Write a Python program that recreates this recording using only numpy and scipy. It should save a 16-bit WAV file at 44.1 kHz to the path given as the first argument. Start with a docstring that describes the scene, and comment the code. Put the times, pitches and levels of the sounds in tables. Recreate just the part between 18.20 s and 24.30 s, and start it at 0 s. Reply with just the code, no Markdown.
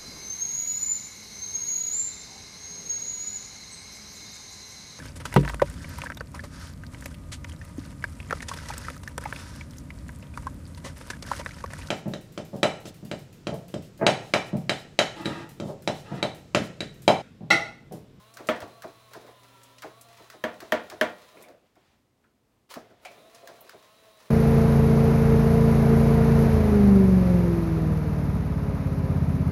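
"""A life-size motorised toy monkey clacks its hollow plastic jaw four times, close up in a small hallway.
Between the clacks its linkage ticks and thuds as it takes up slack, and light plastic parts click.
A geared motor whirs and whines, sagging under the arms, joined briefly by a second gearbox.
It rests while the fur rustles, blips, then runs again, all over a soft mains hum and quiet room air."""
import sys
import numpy as np
from scipy import signal
from scipy.fft import rfft, irfft, next_fast_len
from scipy.io import wavfile
from scipy.ndimage import uniform_filter1d

SR = 44100
rng = np.random.default_rng(int(sys.argv[2]) if len(sys.argv) > 2 else 0)


def wav_record(signal):
    """Record a signal, one row per channel, as 16-bit PCM in the file named by sys.argv[1]."""
    frames = np.transpose(np.atleast_2d(signal))
    bounded = np.clip(frames, -1, 1)
    # unit amplitude maps onto the largest positive 16-bit level
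    quanta = np.round(bounded * 32767).astype(np.int16)
    wavfile.write(sys.argv[1], SR, quanta)


N = 269010
T = np.arange(N) / SR
RING_SIZE = 16384  # samples in one hit
AGE = np.arange(RING_SIZE) / SR
SPIN_UP_S, COAST_S = 0.025, 0.11

# modes of the hollow head: f/Hz, level/dB, t60/s
HEAD_MODES = [(176, -9.5, 0.11), (233.4, -0.5, 0.19), (259, -8, .17), (311.3, -3.5, 0.25),
              (365.5, -12.5, 0.21), (446.7, -6, 0.26), (495.6, -8, 0.32), (556, -1, 0.056),
              (600.6, -2.5, 0.21), (623.3, 6, 0.16), (709, -4, 0.33), (835, -14.5, 0.33), (858, -10, 0.26),
              (982, -3, 0.2), (1130, -4, 0.15), (1280, -10, 0.15), (1400, -12.5, 0.42), (1516, -7, .16),
              (1755, -5, 0.12), (1897, -15.5, 0.45), (1940, -13, 0.16), (2200, -7.5, 0.1),
              (2360, -22.5, 0.52), (2660, -21.5, 0.15), (2660, -20, 0.24)]
# motor runs: on/s, off/s, level of the whir/dB
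MOTOR_RUNS = [(-0.2, 3.25, -59.5), (4.489, 4.52, -48), (4.808, 6.3, -60.5)]


def undb(db):
    """Decibels to gain."""
    return 10 ** (np.asarray(db) / 20)


def unit(x):
    """Scale to rms 1."""
    return x / np.sqrt(np.mean(x ** 2))


def blow(x):
    """Give a hit the energy of 10 ms at rms 1."""
    return x / np.sqrt(np.sum(x ** 2) / (SR / 100))


def at_hz(points, hz):
    """Read (f/Hz, value) points on a log-frequency axis."""
    f, value = np.transpose(points)
    return np.interp(np.log(hz + 0.0012), np.log(f), value)


def colour(x, points):
    """Minimum-phase EQ through (f/Hz, level/dB) points."""
    size = 2 * next_fast_len(len(x))
    log_gain = at_hz(points, np.arange(size // 2 + 1) * SR / size) * np.log(10) / 20
    cepstrum = irfft(log_gain)
    cepstrum[1:size // 2] *= 2
    cepstrum[size // 2 + 1:] = 0
    return irfft(rfft(x, size) * np.exp(rfft(cepstrum)))[:len(x)]


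def noise(eq):
    """Steady coloured noise at rms 1."""
    return unit(colour(rng.standard_normal(N), eq))


def band(x, hz, width):
    """One resonance, gain 1 at its centre."""
    return signal.lfilter(*signal.iirpeak(hz, hz / width, fs=SR), x)


def walk(rate):
    """Random drift at rms 1, turning rate times a second."""
    step = int(SR / rate)
    stairs = np.repeat(rng.standard_normal(N // step + 1), step)
    return unit(uniform_filter1d(stairs, step)[:N])


def add(track, s, sound):
    """Mix a sound in at time s."""
    i = int(s * SR)
    track[i:i + len(sound)] += sound[:N - i]


def fade(t60):
    """Decay of 60 dB in t60 seconds."""
    return np.exp(-np.log(1000) * AGE / t60)


def swell(start, end, attack, release):
    """A linear rise, a hold, and a fall of 20 dB per release time, all in seconds."""
    return np.clip((T - start) / attack, 0, 1) * undb(-20 * np.maximum(T - end, 0) / release)


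def swells(rows, attack, release):
    """One envelope from (start/s, end/s, level/dB) rows."""
    return sum(undb(db) * swell(start, end, attack, release) for start, end, db in rows)


def ring(modes, jitter):
    """Decaying modes of alternating sign, detuned afresh at every blow."""
    out = np.zeros(RING_SIZE)
    for k, (hz, db, t60) in enumerate(modes):
        detuned = hz * (1 + jitter * rng.standard_normal())
        out += (-1) ** k * undb(db) * fade(t60) * np.sin(2 * np.pi * detuned * AGE)
    return out


def burst(t60, room_db):
    """A noise burst for densely packed rings, then the hallway's tail, shorter in the treble."""
    # hallway decay: f/Hz, t60/s
    hallway = [(100, 0.78), (300, 0.32), (700, 0.36), (2000, 0.3), (5000, 0.29), (14000, 0.1)]
    centres, times = np.transpose(hallway)
    spectrum = rfft(rng.standard_normal(RING_SIZE))
    hz = np.arange(len(spectrum)) * SR / RING_SIZE
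    tail = sum(irfft(spectrum * at_hz(np.c_[centres, share], hz)) * fade(t)
               for share, t in zip(np.eye(len(times)), times))
    direct = rng.standard_normal(RING_SIZE) * fade(t60)
    return direct + undb(room_db) * tail * (1 - fade(0.045))


def closeness():
    """0 while the microphone stands back, 1 once it has moved in beside the head."""
    start_s, move_s = 1.9, 1.1
    return np.clip((T - start_s) / move_s, 0, 1)


def shaft(hz):
    """Angle of a slightly unsteady shaft."""
    return 2 * np.pi * np.cumsum(hz * (1 + 0.004 * walk(40))) / SR


def room_tone():
    """Still air, and a mains hum that drops as the microphone turns away toward the head."""
    # spectrum of the air: f/Hz, level/dB
    air_eq = [(15, -43), (25, -17), (44, -5.5), (92, -2.5), (123, -1), (157, -6.5), (223, -2.5),
              (263, -4.5), (1160, -18), (1560, -22), (1940, -21.5), (16000, -34.5)]
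    air = noise(air_eq) * undb(-69 + 0.7 * walk(11))
    hum = unit(np.sin(2 * np.pi * 120 * T)) * undb(-64.5 - 20 * closeness())
    return air + hum


def gear_whine(turn, hz):
    """Mesh tones on multiples of the shaft speed, mostly louder as it rises, roughened by uneven teeth."""
    # mesh tones: shaft multiple, level at cruise/dB, rise with speed/(dB per Hz), change close up/dB
    gears = [(3, -71.5, 0.6, 6), (5, -67, -0.08, -6.5), (18, -75, 0.13, -1.5)]
    cruise_hz = 215
    out = np.zeros(N)
    for order, db, rise, close_db in gears:
        angle = order * (turn + 0.045 * walk(200)) + 0.45 * walk(150)
        tone = unit(np.sin(angle) * undb(3 * walk(30) + 2 * walk(150)))
        out += tone * undb(db + rise * (hz - cruise_hz) + close_db * closeness())
    return out


def motor_whir(turn, hz):
    """The brushes buzz and hiss with each turn while loose gear teeth tap at random."""
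    # how the casing radiates the buzz: f/Hz, level/dB
    buzz_eq = [(220, -10), (450, 2), (900, -5), (1350, 2), (1700, -7.5), (3000, -5), (3600, -2.5),
               (4080, -1), (4500, -16)]
    # spectrum of hiss and chatter: f/Hz, level/dB
    whir_eq = [(240, -41.5), (400, -12), (620, -7), (780, -11.5), (1070, -5.5), (1600, -13.5), (1760, -9.5),
               (4050, -13.5), (4730, -15), (8500, -19.5), (10200, -23), (11000, -20), (15300, -24.5),
               (16000, -17)]
    # brush resonances: f/Hz, width/Hz, level/dB
    brush_rings = [(4050, 190, -15), (10000, 260, -12.5), (15230, 550, -14)]
    buzz = sum(np.sin(k * (turn + 0.06 * walk(120))) * undb(at_hz(buzz_eq, k * hz) + 3 * walk(30))
               for k in range(1, 22))
    hiss = noise(whir_eq)
    hiss += sum(undb(db) * unit(band(rng.standard_normal(N), f, width)) for f, width, db in brush_rings)
    hiss *= 1 + 0.092 * np.sin(turn)
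    taps = (rng.random(N) < 60 / SR) * rng.standard_normal(N)  # about 60 a second
    tap_sound = colour(burst(t60=0.026, room_db=-5), whir_eq)
    chatter = signal.fftconvolve(taps, tap_sound)[:N]
    whir = undb(-3) * hiss + undb(-3.5) * unit(chatter) + undb(-5.5) * unit(buzz)
    return whir * swells(MOTOR_RUNS, SPIN_UP_S, COAST_S) * undb(0.7 * walk(25))


def shell_rumble(running):
    """The shell rumbles faintly with the motor, and harder as it takes the weight of a move."""
    # moves that load the shell: start/s, end/s, level/dB
    strains = [(.15, .45, -54), (.98, 1.09, -56.5), (2.3, 2.9, -59), (3.13, 3.32, -54.5),
               (4.6, 4.74, -61.5), (4.8, 5.06, -61), (5.21, 5.45, -65)]
    # spectrum of the shell: f/Hz, level/dB
    shell_eq = [(80, -21.5), (200, -8.5), (330, -5.5), (500, -2), (700, -1.5), (900, -18.5), (1400, -18.5),
                (2500, -25), (5000, -41.5)]
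    free_running = undb(-71.5 + 4.5 * closeness()) * running
    load = free_running + swells(strains, attack=0.044, release=0.14)
    return noise(shell_eq) * load * undb(2.3 * walk(30))


def motor():
    """One shaft drives whine and whir and shakes the shell; it fades out when the switch opens."""
    # shaft speed, sagging wherever the crank lifts the arms: t/s, f/Hz
    speed = [(0, 206.7), (.15, 230), (.5, 228.6), (.8, 222), (1.1, 206.4), (1.45, 190.1), (1.6, 205.8),
             (1.85, 231.5), (2.0, 227.8), (2.2, 208), (3.25, 200), (4.8, 180.2), (4.95, 198.2), (5.15, 227),
             (5.4, 229.2), (5.58, 208.4), (5.85, 218.8), (6.1, 207)]
    hz = np.interp(T, *np.transpose(speed))
    turn = shaft(hz)
    running = sum(swell(on, off, SPIN_UP_S, COAST_S) for on, off, _ in MOTOR_RUNS)
    return gear_whine(turn, hz) * running + motor_whir(turn, hz) + shell_rumble(running)


def plastic_clicks():
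    """Light plastic clicks, each ringing in a single band."""
    # clicks: t/s, level/dB, f/Hz, width/Hz
    clicks = [(0.139, -52, 7460, 7000), (0.270, -46, 6500, 6000), (0.361, -55, 4970, 4160),
              (0.4188, -44, 1390, 1770), (0.912, -52, 490, 100), (1.4328, -53.5, 8200, 7990),
              (1.5832, -50, 3000, 5550), (1.626, -42.5, 1580, 895), (1.8116, -49, 9350, 9000),
              (3.170, -48.5, 517, 248.4), (3.171, -54, 2380, 396), (3.238, -52, 2280, 252),
              (3.224, -52, 10850, 7000), (4.0406, -62.5, 1400, 400), (4.5042, -53, 3020, 5930),
              (4.8498, -42, 2330, 250), (4.8503, -42.5, 1903, 3000), (4.856, -39.5, 678, 119),
              (5.147, -52.5, 5967, 7100), (5.229, -46.5, 530, 150), (5.408, -50, 14200, 2530),
              (5.295, -49, 650, 155), (5.413, -50.5, 545, 303)]
    out = np.zeros(N)
    for s, db, hz, width in clicks:
        click = band(burst(t60=0.076, room_db=-8.5), hz, width)
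        add(out, s, undb(db) * blow(band(click, hz, min(4 * width, SR / 4))))
    return out


def disperse(x, delay):
    """Bending waves in the frame: 650 Hz arrives after delay seconds, highs sooner, lows later."""
    hz = np.arange(len(x) // 2 + 1) * SR / len(x)
    travel_s = delay * np.sqrt(650 / np.maximum(hz, 450))
    # loose parts answer the jolt a little early or late
    scatter_s = 0.008 * np.interp(hz, np.linspace(0, SR / 2, 200), rng.uniform(-1, 1, 200))
    lag = np.maximum(travel_s + scatter_s, 0)
    phase = 2 * np.pi * np.cumsum(lag) * SR / len(x)
    return irfft(rfft(x) * np.exp(-1j * phase))


def linkage():
    """A joint snaps over with a bright tick; the jolt runs down the springy frame as a falling clunk."""
    # slack taken up: t/s, tick level/dB, clunk level/dB, clunk delay/s
    slack = [(0.1703, -42, -38.5, 0.024), (0.404, -44, -35, .022), (0.621, -44.5, -35, 0.024),
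             (0.9344, -44.5, -39, 0.018), (1.059, -65, -45.5, 0.024), (1.6209, -42.5, -36, 0.019),
             (1.984, -60, -48, 0.014), (2.1006, -44, -45.5, 0.037), (2.4038, -42, -39, 0.018),
             (2.6996, -40.5, -38, 0.02), (3.285, -56.5, -57, 0.0055), (3.5547, -67, -56, 0.0053),
             (4.5397, -41, -36.5, 0.021), (4.701, -71, -53, 0.0052), (5.274, -44, -45.5, 0.01),
             (5.4940, -44.5, -45, 0.04)]
    # spectrum of the tick: f/Hz, level/dB
    tick_eq = [(500, -23), (1000, -1.5), (1600, 6), (2800, -5.5), (5000, -2), (8000, -9.5), (12000, -12.5),
               (16000, -9)]
    # spectrum of the clunk: f/Hz, level/dB
    clunk_eq = [(60, -17), (120, -6.5), (240, -7.5), (370, 4), (520, -1.5), (680, 1), (900, -3.5),
                (1400, -8.5), (2200, -16.5), (5000, -36.5)]
    out = np.zeros(N)
    for s, tick_db, clunk_db, delay in slack:
        tick = blow(colour(burst(t60=0.032, room_db=-10), tick_eq))
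        add(out, s, undb(tick_db) * tick)
        rattle = blow(colour(burst(t60=0.09, room_db=-11) * (1 - fade(0.02)), clunk_eq))
        shell = blow(colour(ring(HEAD_MODES, jitter=0.044), clunk_eq))
        add(out, s, undb(clunk_db) * disperse(rattle + undb(-5) * shell, delay))
    return out


def jaw():
    """The teeth crack, the hollow head booms a moment later and the walls answer alike each time."""
    # clacks: t/s, level/dB, relative boom/dB, relative crack/dB, crack pitch ratio, tilt/(dB per octave)
    clacks = [(0.2880, -19, -2, -7, 0.73, -0.5), (2.2396, -24.5, -1, -2, 0.99, -1),
              (2.5218, -19.5, 0.3, -2, 1, 0), (2.812, -18.5, 0.5, -1, 0.94, 0.3)]
    # modes of the teeth: f/Hz, level/dB, t60/s
    teeth = [(1628, -5.5, 0.028), (1810, -2, 0.027), (3293, -7, 0.011), (5970, -14.5, 0.0063),
             (10100, -14.5, 0.0014), (11900, -13.5, 0.0028), (14600, -16.5, .003)]
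    # spectrum of the plastic clatter: f/Hz, level/dB
    clatter_eq = [(40, -39.5), (85, -18.5), (140, -21), (230, -8.5), (400, -6), (620, 1), (780, -8),
                  (1200, -9.5), (1850, -5.5), (2500, -14), (3400, -15.5), (4300, -24.5), (8000, -32),
                  (11500, -36.5), (16000, -35)]
    out = np.zeros(N)
    shared = burst(t60=0.055, room_db=-4.5)
    for s, db, boom_db, crack_db, pitch, tilt_db in clacks:
        clatter = blow(colour(shared + 0.85 * burst(t60=0.11, room_db=-13), clatter_eq))
        boom = blow(ring(HEAD_MODES, jitter=0.0022) * (1 - fade(0.0099)))
        crack = blow(ring([(hz * pitch, level, t60) for hz, level, t60 in teeth], jitter=0.024))
        clack = undb(0.1) * clatter + undb(boom_db) * boom + undb(crack_db) * crack
        tilt = [(125, -3 * tilt_db), (8000, 3 * tilt_db)]  # pivots at 1 kHz
        add(out, s, undb(db) * colour(clack, tilt))
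    return out


def body_bumps():
    """The padded body bumps dully on one damped low mode."""
    # bumps: t/s, level/dB, f/Hz
    bumps = [(0.422, -45, 99), (2.426, -52, 234.6), (4.567, -41, 241)]
    out = np.zeros(N)
    for s, db, hz in bumps:
        add(out, s, undb(db) * blow(ring([(hz, 0, 0.14)], jitter=0.013)))
    return out


def arm_drive():
    """A second gearbox whines while the arms swing wide and slows at their full reach."""
    # partials of the whine: shaft multiple, level/dB
    partials = [(1, 2.5), (2, -6), (5, 1.5)]
    free_hz, sag_hz, reach_s, sag_s = 270, 22, 1.8, 0.22
    turn = shaft(free_hz - sag_hz * np.exp(-((T - reach_s) / sag_s) ** 2))
    whine = unit(sum(np.sin(k * turn) * undb(db + 2 * walk(26.5)) for k, db in partials))
    return whine * undb(-65) * swell(start=1.12, end=1.7, attack=0.19, release=0.2)


def fur():
    """Fur brushes softly against the frame as the toy settles."""
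    # rustles: start/s, end/s, level/dB
    rustles = [(3.3, 3.5, -76), (3.54, 3.74, -69), (4.58, 4.8, -68.5)]
    # spectrum of the fur: f/Hz, level/dB
    fur_eq = [(200, -8), (700, 3), (1500, -0.5), (3500, -2.5), (6000, -11), (9000, -19), (16000, -22)]
    return noise(fur_eq) * undb(0.83 * walk(40)) * swells(rustles, attack=0.073, release=0.12)


def scene():
    """The toy and its hallway in mono."""
    return (room_tone() + motor() + plastic_clicks() + linkage() + jaw()
            + body_bumps() + arm_drive() + fur())[None]


def record(dry):
    """The microphone loses the deepest bass; the recorder rounds the sharpest peaks and cuts the top."""
    low_cut_hz, ceiling, top_hz = 40, 0.6, 16000
    thin = signal.sosfilt(signal.butter(3, low_cut_hz, "highpass", fs=SR, output="sos"), dry)
    rounded = ceiling * np.tanh(thin / ceiling)
    return signal.sosfilt(signal.ellip(10, 0.2, 70, top_hz, fs=SR, output="sos"), rounded)


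dry = scene()
out = record(dry)
wav_record(out)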